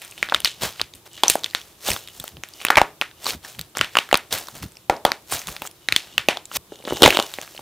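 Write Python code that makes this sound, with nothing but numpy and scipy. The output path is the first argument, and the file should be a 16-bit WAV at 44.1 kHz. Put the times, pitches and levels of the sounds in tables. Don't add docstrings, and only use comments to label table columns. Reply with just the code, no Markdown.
import sys
import numpy as np
from scipy import signal
from scipy.fft import rfft, irfft, next_fast_len
from scipy.io import wavfile
from scipy.ndimage import uniform_filter1d

SR = 44100
rng = np.random.default_rng(int(sys.argv[2]) if len(sys.argv) > 2 else 0)


def store_pcm(level_fs):
    pcm = np.round(np.clip(level_fs, -1, 1) * 32767).astype(np.int16)
    wavfile.write(sys.argv[1], SR, np.atleast_2d(pcm).T)


N = 335601
STEP = 32

# frequency in Hz, relative level in dB per Hz.
AIR_COLOUR = [(15, -44.5), (25, -36), (123, 11), (175, -26), (326, 14), (476, 5.5), (1230, 1), (2220, -18),
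              (3620, -0.5), (4740, -17), (14800, -8.5), (16000, -19.5)]
AIR_DB = -55
# frequency in Hz, level in dB before HISS_DB is added.
HISS_COLOUR = [(30, 13), (300, 18), (2000, 17), (16000, 15)]
HISS_DB = -67.5
# frequency in Hz, time to fall 60 dB in seconds.
ROOM_T60 = [(200, 0.27), (530, 0.3), (1400, 0.19), (3700, 0.24), (9700, 0.11)]
# frequency in Hz, relative level in dB.
ROOM_COLOUR = [(200, -27.5), (700, -29), (1500, -20.5), (2600, -24), (3800, -26), (5500, -32.5),
               (12000, -30)]
# delay in milliseconds, level in dB.
ECHOES = [(3.6, -20), (5.2, -25), (15.0, -31.5)]
WALLS_MS, WALLS_RISE_MS = 9.4, 2.5
# frequency in Hz, relative level in dB.
WIDTH = [(100, -4), (1000, -12), (4000, -8), (8000, 2), (15000, 1)]

# time of the top in seconds, level in dB.
PUSHES = [(0.23,-43),(0.36,-40),(0.44,-47),(0.642,-30),(0.82,-41),(0.95,-45),(1.24,-50.5),(1.32,-45),(1.909,-29.5),(2.2,-38.5),(2.35,-39.5),(2.385,-40),(2.67,-51.5),
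          (2.779,-35),(3.27,-43),(3.35,-34.5),(3.601,-34.5),(3.809,-32),(4.13,-48),(4.34,-37.5),(4.56,-36),(4.639,-29.5),(4.9,-45.5),(5.07,-42),
          (5.34,-36),(5.49,-35.5),(5.62,-44.5),(5.931,-37.5),(6.18,-41),(6.29,-46),(6.57,-40),(6.72,-45.5),(6.93,-32),(7.06,-20),(7.2,-50),(7.4,-57),(7.61,-46)]
PUSH_RISE_S, PUSH_FALL_S = 0.04, .05
GRIP_DB = -58

# frequency in Hz, relative level in dB per Hz within its size group.
CRACKLE = [(120, -36), (200, -10.5), (749, 10.5), (899, -1), (1040, -24), (1250, 4.5), (2170, 9.5),
           (3690, 15.5), (13100, -17.5), (16000, 9.5)]
GRAIN_BORDERS_HZ = [1500, 5000]
GRAINS_PER_S, UNEVEN_DB = 20000., 2.5
# time in seconds, level of the fine grains in dB.
SLIDE = [(0,-44.5),(0.3,-56),(0.72,-58),(0.89,-75),(1.03,-69),(1.15,-52),(1.7,-52.5),(1.78,-63),(2.05,-56.5),(2.33,-79),(2.5,-54),(2.62,-45.5),(3.05,-81.5),(3.4,-68),(3.55,-51),(3.7,-67),(3.85,-56),
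         (4.2,-67.5),(4.55,-49.5),(4.85,-68),(5.2,-73),(5.55,-49),(5.8,-68),(6.3,-62),(6.62,-73),(7,-40),(7.61,-49.5)]
SLIDE_GRAINS_DB = [-5, -1]
# time of the top in seconds, fine grains in dB,
# middle and coarse grains in dB relative to fine, seconds to rise 20 dB, seconds to fall 20 dB.
# Slopes below 2 ms, also negative ones, count as 2 ms.
PEELS = [(0.612,-32.5,2,1,0,0.06),(0.636,-23.5,0.5,-0.2,0.0261,0.0738),(0.74,-53,7,-4,0.5,-0.4),(0.802,-49,10,-1,0.14,-0.09),(1.066,-43.5,3,4.5,.015,0.02),(1.882,-22,-1,-7.5,.055,.11),
         (2.164,-43,-7,-11,0.1,0.16),(2.276,-44.5,-1,-3.5,0.23,0.1),(3.292,-24.5,0.5,-4.5,0.0658,.05),(3.342,-38,3,2.5,.03,0.02),(3.449,-40,3,2,0.02,0.04),(3.49,-40,-2,-6,0.06,0.11),(3.76,-48,11,6,-0.12,0.22),(3.93,-48,-1,-5.5,-0.2,0.4),(4.309,-35,6.1,0,-0.03,.03),(4.326,-24,-0.5,-1,0.01,0.11),
         (4.379,-33.5,-4,-3,0.01,.065),(4.479,-47,-9,-2.5,-0.5,0.2),(4.552,-40,0,0,-0.13,0.1),(4.626,-33.5,0.7,-11,-0.18,0.0357),(5.334,-23,-1.5,-6,0.04,0.0946),(5.481,-33.5,-3,-1,0.02,0.11),
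         (5.664,-34.5,-4.5,-5.5,.05,0.02),(6.05,-54.5,8,3.5,0.36,0.3),(6.529,-38,7,1.1,0,-0.19),(6.57,-20.5,0.3,-6,0.04,0),(6.933,-34,4.5,-8,0,-0.25),(7.07,-32,-9,2,0.0056,0.14),(7.199,-35,13,1.1,0.0065,-0.09),(7.425,-39,5.5,7,-0.27,0.03)]
CRUMBLE_DB, CRUMBLE_OCTAVES = -44, .45
CRUMBLE_DELAY_S, CRUMBLE_FALL_S = 0.0058, 0.078

# time of the top in seconds, level in dB, hollow body in dB relative to that level.
CREAK = [(0.19,-44,-5),(0.47,-32,-21),(1.12,-49.5,-15),(1.16,-38.5,-22),(1.2,-42,-18),(2.03,-46,-17),(2.09,-46,-9),(2.56,-46.5,-13),(2.6,-40.5,-13),(3.18,-51,-15),
         (4.83,-56,-16),(5.83,-50.5,-14.5),(6.08,-49.5,-14),(6.13,-48.5,-15),(6.731,-45,-8),(6.8,-48,-2),(6.889,-30.5,-9),(6.94,-33,-3),(7.04,-19.5,4),(7.15,-25,-7),(7.22,-37,-3),(7.33,-78,-2)]
CREAK_RISE_S, CREAK_FALL_S = 0.041, 0.095
# frequency in Hz, width in Hz, relative level in dB.
SHELL = [(2930, 170, 7), (3750, 400, 1), (6400, 2400, -8.5)]
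# frequency in Hz, width in Hz, relative level in dB.
HOLLOW = [(333, 110, 1.5), (495, 170, -2.5), (800, 240, -4.5)]

# start in seconds, ring level in dB, main ring in Hz, second ring in Hz,
# second ring in dB relative to the main one (6 at most), sharp edge in dB before a 10 dB cut,
# time for the rings to fall 60 dB in milliseconds, share sent to the walls in dB.
SNAPS = [(0.018,-18,2690,6100,-16,-13,3.1,15.5),(0.1225,-27,2520,1464,-19,-55.5,12,-4),(0.1788,-15.5,3400,8850,-5.5,-33,2.8,11),(0.2282,6.5,2240,1210,-56,-33,4.9,-0.5),
         (0.2882,-13.5,1780,3320,-4,-34,4.4,3),(0.2975,-12.5,3400,1647,-19,-39,7,10),(0.323,-5.5,850,1560,-0.5,-25,11,5),(0.3407,-10,3500,1800,-14,-41,5.3,2.5),
         (0.3457,3.5,3250,1770,-5.5,-23,11,2),(0.3616,-12.5,2637,5230,-20,-30,10,-3),(0.4032,-17.5,8947,2870,2,-6,7,0),(0.419,-24,3262,1860,-12,-30,7,-5),(0.447,7.5,3910,5060,-7.5,7,6.9,6),
         (0.448,-9,4330,2900,-14,-30,7.7,-6),(0.456,-11,3630,2840,6.5,-25,18,-9),(0.4734,-11.5,3870,2930,-12,-38,19,-3),(0.6213,-13,2850,1475,-2,-8,5.5,-3),
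         (0.635,-7.5,750,4300,-2,-3,4.2,-18),(0.7974,-8.5,3040,1600,-12,-32,5,8),(0.806,-16.5,1300,3370,-3,-30,6.9,-3),(0.815,6,3480,6600,-9,-19,3,-10.5),(0.9373,-24.5,3700,6400,-6,-38,8.8,6),
         (0.9505,-31.5,8031,2950,-5,-20,7.4,21.5),(1.1785,-22.5,3120,1940,-5,-31,6.5,16),(1.2349,11.5,3420,870,0,-23,8.5,0.5),(1.2814,9,6000,3040,-29,-14,6.7,1),
         (1.299,13.5,8210,3380,-1,23,5.5,1.5),(1.3097,-13,3820,8214,-14,-19.5,6,-3),(1.355,-3.5,673,405,-44,-3,16,2.5),(1.4356,-11.5,3750,2190,-13,-11,4.3,6),
         (1.4437,-1,3630,1658,-23,-20,5.3,1),(1.4611,-14,3420,1894,-10,-15,7,1),(1.5103,-24,4425,7730,-11,-23,4,-3),(1.5348,-26,1970,3640,-15,-32,7.6,8),(1.549,10,3700,1940,-7.5,-37,1.9,-3.5),(1.615,-23.5,3300,5740,-5,-25,7,-3),(1.8866,-9,660,3500,-1.5,-19,15,12),
         (1.9032,-11,2960,7960,-1,-17,15,-3),(1.9165,-7,2520,5160,-3,-4,6.5,0),(1.9332,-13.5,9000,3700,-1,-18,8.7,-5),(1.9637,-13,3500,1240,0.5,-29,5.4,-1),
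         (2.0751,-21,3620,6815,-28.5,-18,8.7,8),(2.0858,-23,3530,1900,-10,-22,6.8,1),(2.1993,-19,3550,8000,-3.5,-4.5,21,3),(2.2406,-22.5,627,1320,-3,-7,19,5),(2.279,-13.5,2800,7500,-7,-6.5,3.4,-18),
         (2.369,-25,3000,524,0.5,-29,8,6),(2.4364,-3,2440,6100,-3,-26,1.46,-4),(2.4876,-26.5,3580,8462,-17,-15.5,6.1,-8.5),(2.5367,-27.5,4800,9100,-9.5,-32,18,-3.5),(2.603,-22,2444,4263,-7,-55,7.8,0.5),(2.6152,-11.5,2820,1540,-11.5,-23,2.6,8),
         (2.6502,6,2520,1220,-7,10.5,3.7,-2),(2.6674,-9,2730,7000,-14,-31,8.9,7.5),(2.685,-6,3500,1270,-4,-33,6.8,-14),(2.7031,11.5,1470,850,-8.5,-13.5,8.2,2.5),
         (2.7055,4,1450,2550,-14,3,3.5,-9.5),(2.7565,-4,2131,3570,-3,-23,9.5,-4),(2.7706,5.5,2260,940,0.5,-20.5,16,-6),(2.777,9.5,1760,827,2,-11,7.9,1.5),
         (2.783,4,2050,1230,-1,-18,12,6),(2.8157,16.5,885,450,-34,-8,6.2,-11.5),(3.0137,3.5,2670,950,-14.5,-38,5,0),(3.0206,-8,2010,1310,-0.5,-39,7,5.5),
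         (3.113,-29.5,3700,1800,-1.5,-40,6,0),(3.2441,-16,7999,3970,-2,-29,7,-12),(3.257,-16,4360,1250,-3,-22,25,-6),(3.2661,-7,3940,1180,-2.5,-26,11,9),(3.306,-11.5,4760,2850,-3,-18,8.8,-3),
         (3.4484,-21.5,1760,5500,-5,-37,14,9),(3.549,-27,3040,5157,-14,-35,7,1),(3.5887,-21,2637,290,-2.5,-21,4.4,2),(3.593,-7.5,3750,2050,-9,-3.5,3.3,2.5),(3.6126,-11,4630,7570,0.5,-6,2.9,-12.5),(3.7519,-23,1345,3040,3,-37,7.7,17),
         (3.7711,-2,5630,1350,2.5,-7,1.85,-2.5),(3.7838,-9.5,7550,3380,-5,-14,5,-4),(3.7914,-13,3180,2010,-1,-39.5,8.3,-16),(3.8119,7.5,2590,1720,-1,-12,5.7,0.5),
         (3.8456,-10.5,3160,1870,-8,-24,7.1,-1),(3.9541,2,1600,2630,-5,-28,3.8,-0.5),(3.9698,7,2660,1360,-0.5,-27,9,-4),(3.987,8.5,2720,1320,-5.5,-5,4.5,-1),
         (4.09,-22.5,1660,3100,-5,-22,7.7,8),(4.1134,-8.5,2130,3811,-17,-15,7,7),(4.128,10,790,2820,-4,-2,7.3,-6.5),(4.1427,16,2360,1470,0,-12,4.5,-9.5),
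         (4.1546,-0.5,3300,1910,-4,-20.5,4.4,2),(4.1731,-19,8900,3730,0,0,12,-11),(4.3262,-9.5,3620,9540,-2,2,9.5,12.5),(4.4712,-22.5,5700,1250,-8,-24,8,-3),
         (4.485,-22.5,4000,1040,2,-13,12,-1.5),(4.5754,-45,7860,3550,-1,-21,3.6,5),(4.63,-20.5,4700,1270,2.5,-9,5.7,5),(4.755,-32,5300,3000,-5,-40.5,5.4,-3),(4.7698,-22.5,5170,2730,-4,-40,6.1,4),
         (4.8975,15.5,736,2160,-9.5,-27.5,8.2,-3),(4.9655,-25.5,5500,3800,-17,-35,7.2,7.5),(5.051,15.5,894,3254,-4,9.5,7.6,-3),(5.1185,4,2280,4000,0,-11,2.6,-7.5),
         (5.223,-36.5,7100,5000,-10,-41.5,3.4,7),(5.3167,-11,8500,3940,-14,-4,8.7,2.5),(5.3232,-13.5,9030,908,2.5,-14,23,6),(5.3926,-15,6400,3768,-16,-25,7.4,-2.5),(5.417,-21,6115,2250,2,-31,4.7,15.5),
         (5.4717,-16.5,3450,6560,-7,-6,7.7,-4),(5.486,-17,2800,1150,1,-13,7.7,-3.5),(5.5651,-17.5,3840,2130,0,-16,5.5,7.5),(5.6198,-14.5,2700,860,1.5,-7,10.7,10.5),
         (5.6527,-21,1260,7385,-17,-26,9.4,0),(5.6732,-20.5,7400,3000,-3.5,-12,14,-1.5),(5.7126,-32,5480,3160,-4.5,-19,8.4,-4),(5.8869,4.5,2070,3770,-1.5,-7,5.4,-4),(5.924,7.5,2500,3850,-2,-23,3.8,-2),
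         (5.9628,12,3700,8900,-13,5.5,5.5,-2.5),(6.1799,8.5,2670,1760,-9.5,-16,7.6,-1.5),(6.1953,-18,2500,4446,-18,-46,9.1,-3),(6.2862,10.5,2530,778,-2.5,-12,7.2,4),
         (6.3717,-10.5,3250,880,-0.5,-43,6.9,2.5),(6.455,-18.5,7360,3960,-11.5,-32,7.7,3),(6.5154,-17.5,1230,2920,-4,-33,8,4),(6.5566,-13,5130,2970,-10,-10,6.3,-9),
         (6.721,-20.5,444,820,-53,-58,28,8.5),(6.757,-30,3563,6300,-3,-39,8.2,-1),(6.802,-29.5,462,3000,-17,-32,10,-7),(6.84,-25,460,9100,-4,-35,7,-1),(6.8519,-16,3380,440,3,-29,5.4,9),(6.8758,-7,494,894,-13,-33,3.7,1),(6.8806,-11,686,1420,3.5,-16.5,2,8),
         (6.908,-7,624,1090,-11,-35,4.8,-11),(6.9235,-4,368,925,-17,-26,13,-6),(6.933,-13,549,312,-5,-10,7,-3),(6.971,-8.5,3897,810,2.5,-28,2.7,1),
         (7.0081,-13,462,807,-18,-21.5,8.6,0),(7.021,14.5,3690,580,4.5,-8,8.4,-13),(7.0313,17,3700,510,-3,-7,7,-10.5),(7.035,13,545,1290,1,1,6,-7),
         (7.0378,14,2850,500,-28,-10,10,10.5),(7.0508,1.5,650,3730,-8,-4,16,-11),(7.0597,10.5,2240,794,1.5,-11,12.4,-2),(7.062,-1.5,800,6700,4.5,-16,5.2,-16),
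         (7.0774,6.5,510,3700,-12,-6,4.5,-3),(7.078,6,452,3600,-8,9,6.9,-3),(7.0885,-21,6650,900,-3,-21,7,-3),(7.1051,2,2700,4200,-11,0,7.5,1),(7.1257,-10,2810,1630,0,-19,6.4,15),
         (7.147,-14.5,2970,697,-3,-35,46,-3),(7.156,-17,2880,3700,-10,-35,53,-3),(7.171,6,3100,500,5,-17,4.3,-10),(7.1904,4,650,2980,-3,-14,2.8,-7),
         (7.1994,-1,3400,1010,2.5,-12,4,4),(7.2254,-7,3680,6800,-5,-10,2.4,2),(7.2647,-22,6000,2767,-3,-17,7,-7),(7.339,-12,3830,6860,-9,-10,5.1,10),(7.3865,-10,740,1900,1.5,-31,3.2,0.5),
         (7.4146,-17.5,6400,3014,-0.5,-15,4.6,-12),(7.477,-28,2368,1356,1,-30,4.5,-3),(7.549,-27,650,2853,-2,-42,9.7,-6.5),(7.5775,-18,3330,398,-25,-47,7.3,4),(7.5924,-20.5,750,441,-9,-37,7.7,6)]
PRESENCE_HZ = 3700
TICKS_PER_S, TICK_DB, TICK_SPREAD_DB = 10, 22, 5

QUIET_DB, QUIET_SLOPE = -46, .7
CUTOFF_HZ = 16500


def from_db(db):
    return 10 ** (np.asarray(db) / 20)


def rms_one(x):
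    return x / np.sqrt(np.mean(x ** 2) + 1e-20)


def at_hz(points, hz):
    table_hz, values = np.transpose(points)
    return np.interp(np.log(hz + 1), np.log(table_hz), values)


def coloured(x, points):
    size = next_fast_len(x.shape[-1])
    gain = from_db(at_hz(points, np.fft.rfftfreq(size, 1 / SR)))
    return irfft(rfft(x, size) * gain, size)[..., :x.shape[-1]]


def opposite(side):
    return side * np.array([[1], [-1]])


def swell(s, rise_s, fall_s):
    t = np.arange(0, N, STEP) / SR - s
    return 100. ** -np.where(t < 0, -t / max(rise_s, .002), t / max(fall_s, .002))


def per_sample(power):
    return np.interp(np.arange(N) / STEP, np.arange(len(power)), np.sqrt(power))


def room_tone():
    return from_db(AIR_DB) * rms_one(coloured(rng.standard_normal(N), AIR_COLOUR))


def steady_hiss():
    return from_db(HISS_DB) * coloured(rng.standard_normal((2, N)), HISS_COLOUR)


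def room(x):
    t = np.arange(SR // 2) / SR
    tail = np.zeros((2, len(t)))
    edges = 120 * 2 ** np.arange(0, 7.1, .5)
    for low, high in zip(edges, edges[1:]):
        hz = np.sqrt(low * high)
        band = signal.butter(2, [low, high], "band", fs=SR, output="sos")
        mid, side = signal.sosfilt(band, rng.standard_normal((2, len(t))))
        t60 = max(at_hz(ROOM_T60, hz), .03)
        level = from_db(at_hz(ROOM_COLOUR, hz) - 60 * t / t60) / np.sqrt(SR * 0.0026)
        tail += level * (mid + opposite(from_db(at_hz(WIDTH, hz) - 18.5) * side))
    tail *= np.clip((t * 1e3 - WALLS_MS) / WALLS_RISE_MS, 0, 1)
    for ms, db in ECHOES:
        tail[:, round(ms * SR / 1e3)] += from_db(db)
    return signal.fftconvolve(x[None], tail, axes=1)[:, :N]


def palms():
    band = signal.butter(2, [45, 190], "band", fs=SR, output="sos")
    mid, side = rms_one(signal.sosfilt(band, rng.standard_normal((2, N))))
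    pushes = sum(from_db(db) ** 2 * swell(s, PUSH_RISE_S, PUSH_FALL_S) for s, db in PUSHES)
    power = from_db(GRIP_DB) ** 2 + pushes
    return per_sample(power) * (mid + opposite(from_db(-33.5) * side))


def slide_level():
    s, db = np.transpose(SLIDE)
    return np.interp(np.arange(N) / SR, s, db)


def grain_powers():
    power = np.outer(from_db([*SLIDE_GRAINS_DB, 0]), from_db(slide_level()[::STEP])) ** 2
    for s, fine_db, middle_db, coarse_db, rise_s, fall_s in PEELS:
        sizes_db = [fine_db + coarse_db, fine_db + middle_db, fine_db]
        power += np.outer(from_db(sizes_db) ** 2, swell(s, rise_s, fall_s))
    return power


def crumble_powers(pitches_hz):
    power = 0
    for s, peak_db, main_hz, second_hz, second_db, *_, walls_db in SNAPS:
        main, second = [np.exp(-(np.log2(pitches_hz / hz) / CRUMBLE_OCTAVES) ** 2)
                        for hz in (main_hz, second_hz)]
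        both = main + from_db(min(second_db, 6)) ** 2 * second
        share = from_db(peak_db + walls_db + CRUMBLE_DB) ** 2 * both
        power = power + np.outer(share, swell(s + CRUMBLE_DELAY_S, CRUMBLE_DELAY_S / 2, CRUMBLE_FALL_S))
    return power


def kneading():
    clump_band = signal.butter(2, [20, 200], "band", fs=SR, output="sos")
    clumps = rms_one(signal.sosfilt(clump_band, rng.standard_normal(N)))
    sizes_db = UNEVEN_DB * np.minimum(rng.exponential(1, N), 5) + 1.89 * clumps
    sizes = from_db(sizes_db) * rng.choice([-1, 1], N)
    born = rng.random(N) < GRAINS_PER_S / SR
    pitches = np.geomspace(220, 15000, 24)
    dealt = rng.integers(0, 24, N)
    group = np.searchsorted(GRAIN_BORDERS_HZ, pitches)
    weight = pitches * from_db(at_hz(CRACKLE, pitches)) ** 2
    share = weight / np.bincount(group, weight)[group]
    power = share[:, None] * grain_powers()[group] + crumble_powers(pitches)
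    out = np.zeros(N)
    for k, hz in enumerate(pitches):
        r = from_db(-60 / (4.8 / hz * SR))
        w = 2 * np.pi * hz / SR
        grains = sizes * born * (dealt == k) + 1e-18
        rings = rms_one(signal.lfilter([1, 0, -1], [1, -2 * r * np.cos(w), r * r], grains))
        out += per_sample(power[k]) * rings
    return out


def resonate(x, modes):
    out = 0
    for k, (hz, width, db) in enumerate(modes):
        r = np.exp(-np.pi * width / SR)
        top = [(1 - r * r) / 2, 0, (r * r - 1) / 2]
        bottom = [1, -2 * r * np.cos(2 * np.pi * hz / SR), r * r]
        out = out + (-1) ** k * from_db(db) * signal.lfilter(top, bottom, x)
    return rms_one(out)


def creak():
    wall, hollow = sum(np.outer(from_db([db, db + hollow_db]) ** 2, swell(s, CREAK_RISE_S, CREAK_FALL_S))
                       for s, db, hollow_db in CREAK)
    strength = from_db(3.1 * np.minimum(rng.exponential(1, N), 5)) * rng.choice([-1, 1], N)
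    slips = strength * (rng.random(N) < 900. / SR)
    return per_sample(wall) * resonate(slips, SHELL) + per_sample(hollow) * resonate(slips, HOLLOW)


def ticks():
    draw = rng.random((int(TICKS_PER_S * N / SR), 4))
    slide_db = slide_level()[(draw[:, 0] * N).astype(int)]
    peaks_db = slide_db + TICK_DB + TICK_SPREAD_DB * (2 * draw[:, 1] - 1)
    return [(a * N / SR, db, 2200 * 4 ** c, 1200 * 6 ** d, -6, db - 5, 7, -2)
            for db, (a, _, c, d) in zip(peaks_db, draw)]


def snaps():
    length = 2000
    near, far = np.zeros(N + length), np.zeros(N + length)
    t = np.arange(length) / SR
    treble = signal.butter(2, 5500, "high", fs=SR, output="sos")
    for s, peak_db, main_hz, second_hz, second_db, edge_db, t60_ms, walls_db in SNAPS + ticks():
        noise, sign = rng.standard_normal((2, length)), rng.choice([-1, 1])
        second_db = min(second_db, 6)
        wobble = 0.2 * np.cumsum(noise[0]) * np.sqrt(main_hz / 3000)
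        main = np.sin(2 * np.pi * main_hz * t + wobble)
        second = from_db(second_db) * np.sin(2 * np.pi * second_hz * t - wobble)
        edge = from_db(edge_db - 10) * signal.sosfilt(treble, noise[1]) * from_db(-60 * t / 0.0054)
        onset = sign * from_db(peak_db) * (1 - np.exp(-t / .00008))
        thump_tones = [(main_hz, 0), (second_hz, second_db), (PRESENCE_HZ, -6),
                       (main_hz * 0.83, -5), (min(main_hz * 1.17, 15000), -3)]
        thump = onset * sum(from_db(db - 60 * t * hz / 5.3) * np.sin(2 * np.pi * hz * t)
                            for hz, db in thump_tones)
        rings = onset * from_db(-60e3 * t / max(t60_ms, 1)) * (main + second)
        at = round(s * SR)
        near[at:at + length] += rings + from_db(-20.5) * thump + edge
        far[at:at + length] += from_db(walls_db) * (thump + edge)
    no_bass = signal.butter(2, 260, "high", fs=SR, output="sos")
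    return signal.sosfilt(no_bass, [near[:N], far[:N]])


def scene():
    near, far = snaps()
    steady = kneading() + creak()
    spread = from_db(-25.0) * near + from_db(-13.5) * steady
    size = next_fast_len(N)
    turned = irfft(1j * rfft(spread, size), size)[:N]
    direct = near + steady + opposite(coloured(turned, WIDTH))
    walls = room(far + from_db(-25.5) * steady)
    return direct + walls + palms() + room_tone() + steady_hiss()


def record(dry):
    clipped = dry / (1 + np.abs(dry) ** 6) ** (1 / 6)
    r = np.exp(-1 / (.04 * SR))
    power = signal.lfilter([1 - r], [1, -r], np.mean(clipped ** 2, axis=0))
    delayed = np.concatenate([np.full(130, 1e-5), power[:-130]])
    recent_db = 10 * np.log10(delayed + 1e-9)
    gain_db = uniform_filter1d(np.clip(.085 * (recent_db + 6), -4.3, 0), size=60)
    gain_db = gain_db + np.clip(QUIET_SLOPE * (recent_db - QUIET_DB), -8, 0)
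    bass_cut = signal.butter(2, 30, "high", fs=SR, output="sos")
    low_pass = signal.cheby2(12, 60, CUTOFF_HZ, fs=SR, output="sos")
    levelled = signal.sosfilt(bass_cut, clipped * from_db(gain_db))
    return np.clip(signal.sosfilt(low_pass, levelled), -1, 1)


dry = scene()
out = record(dry)
store_pcm(out)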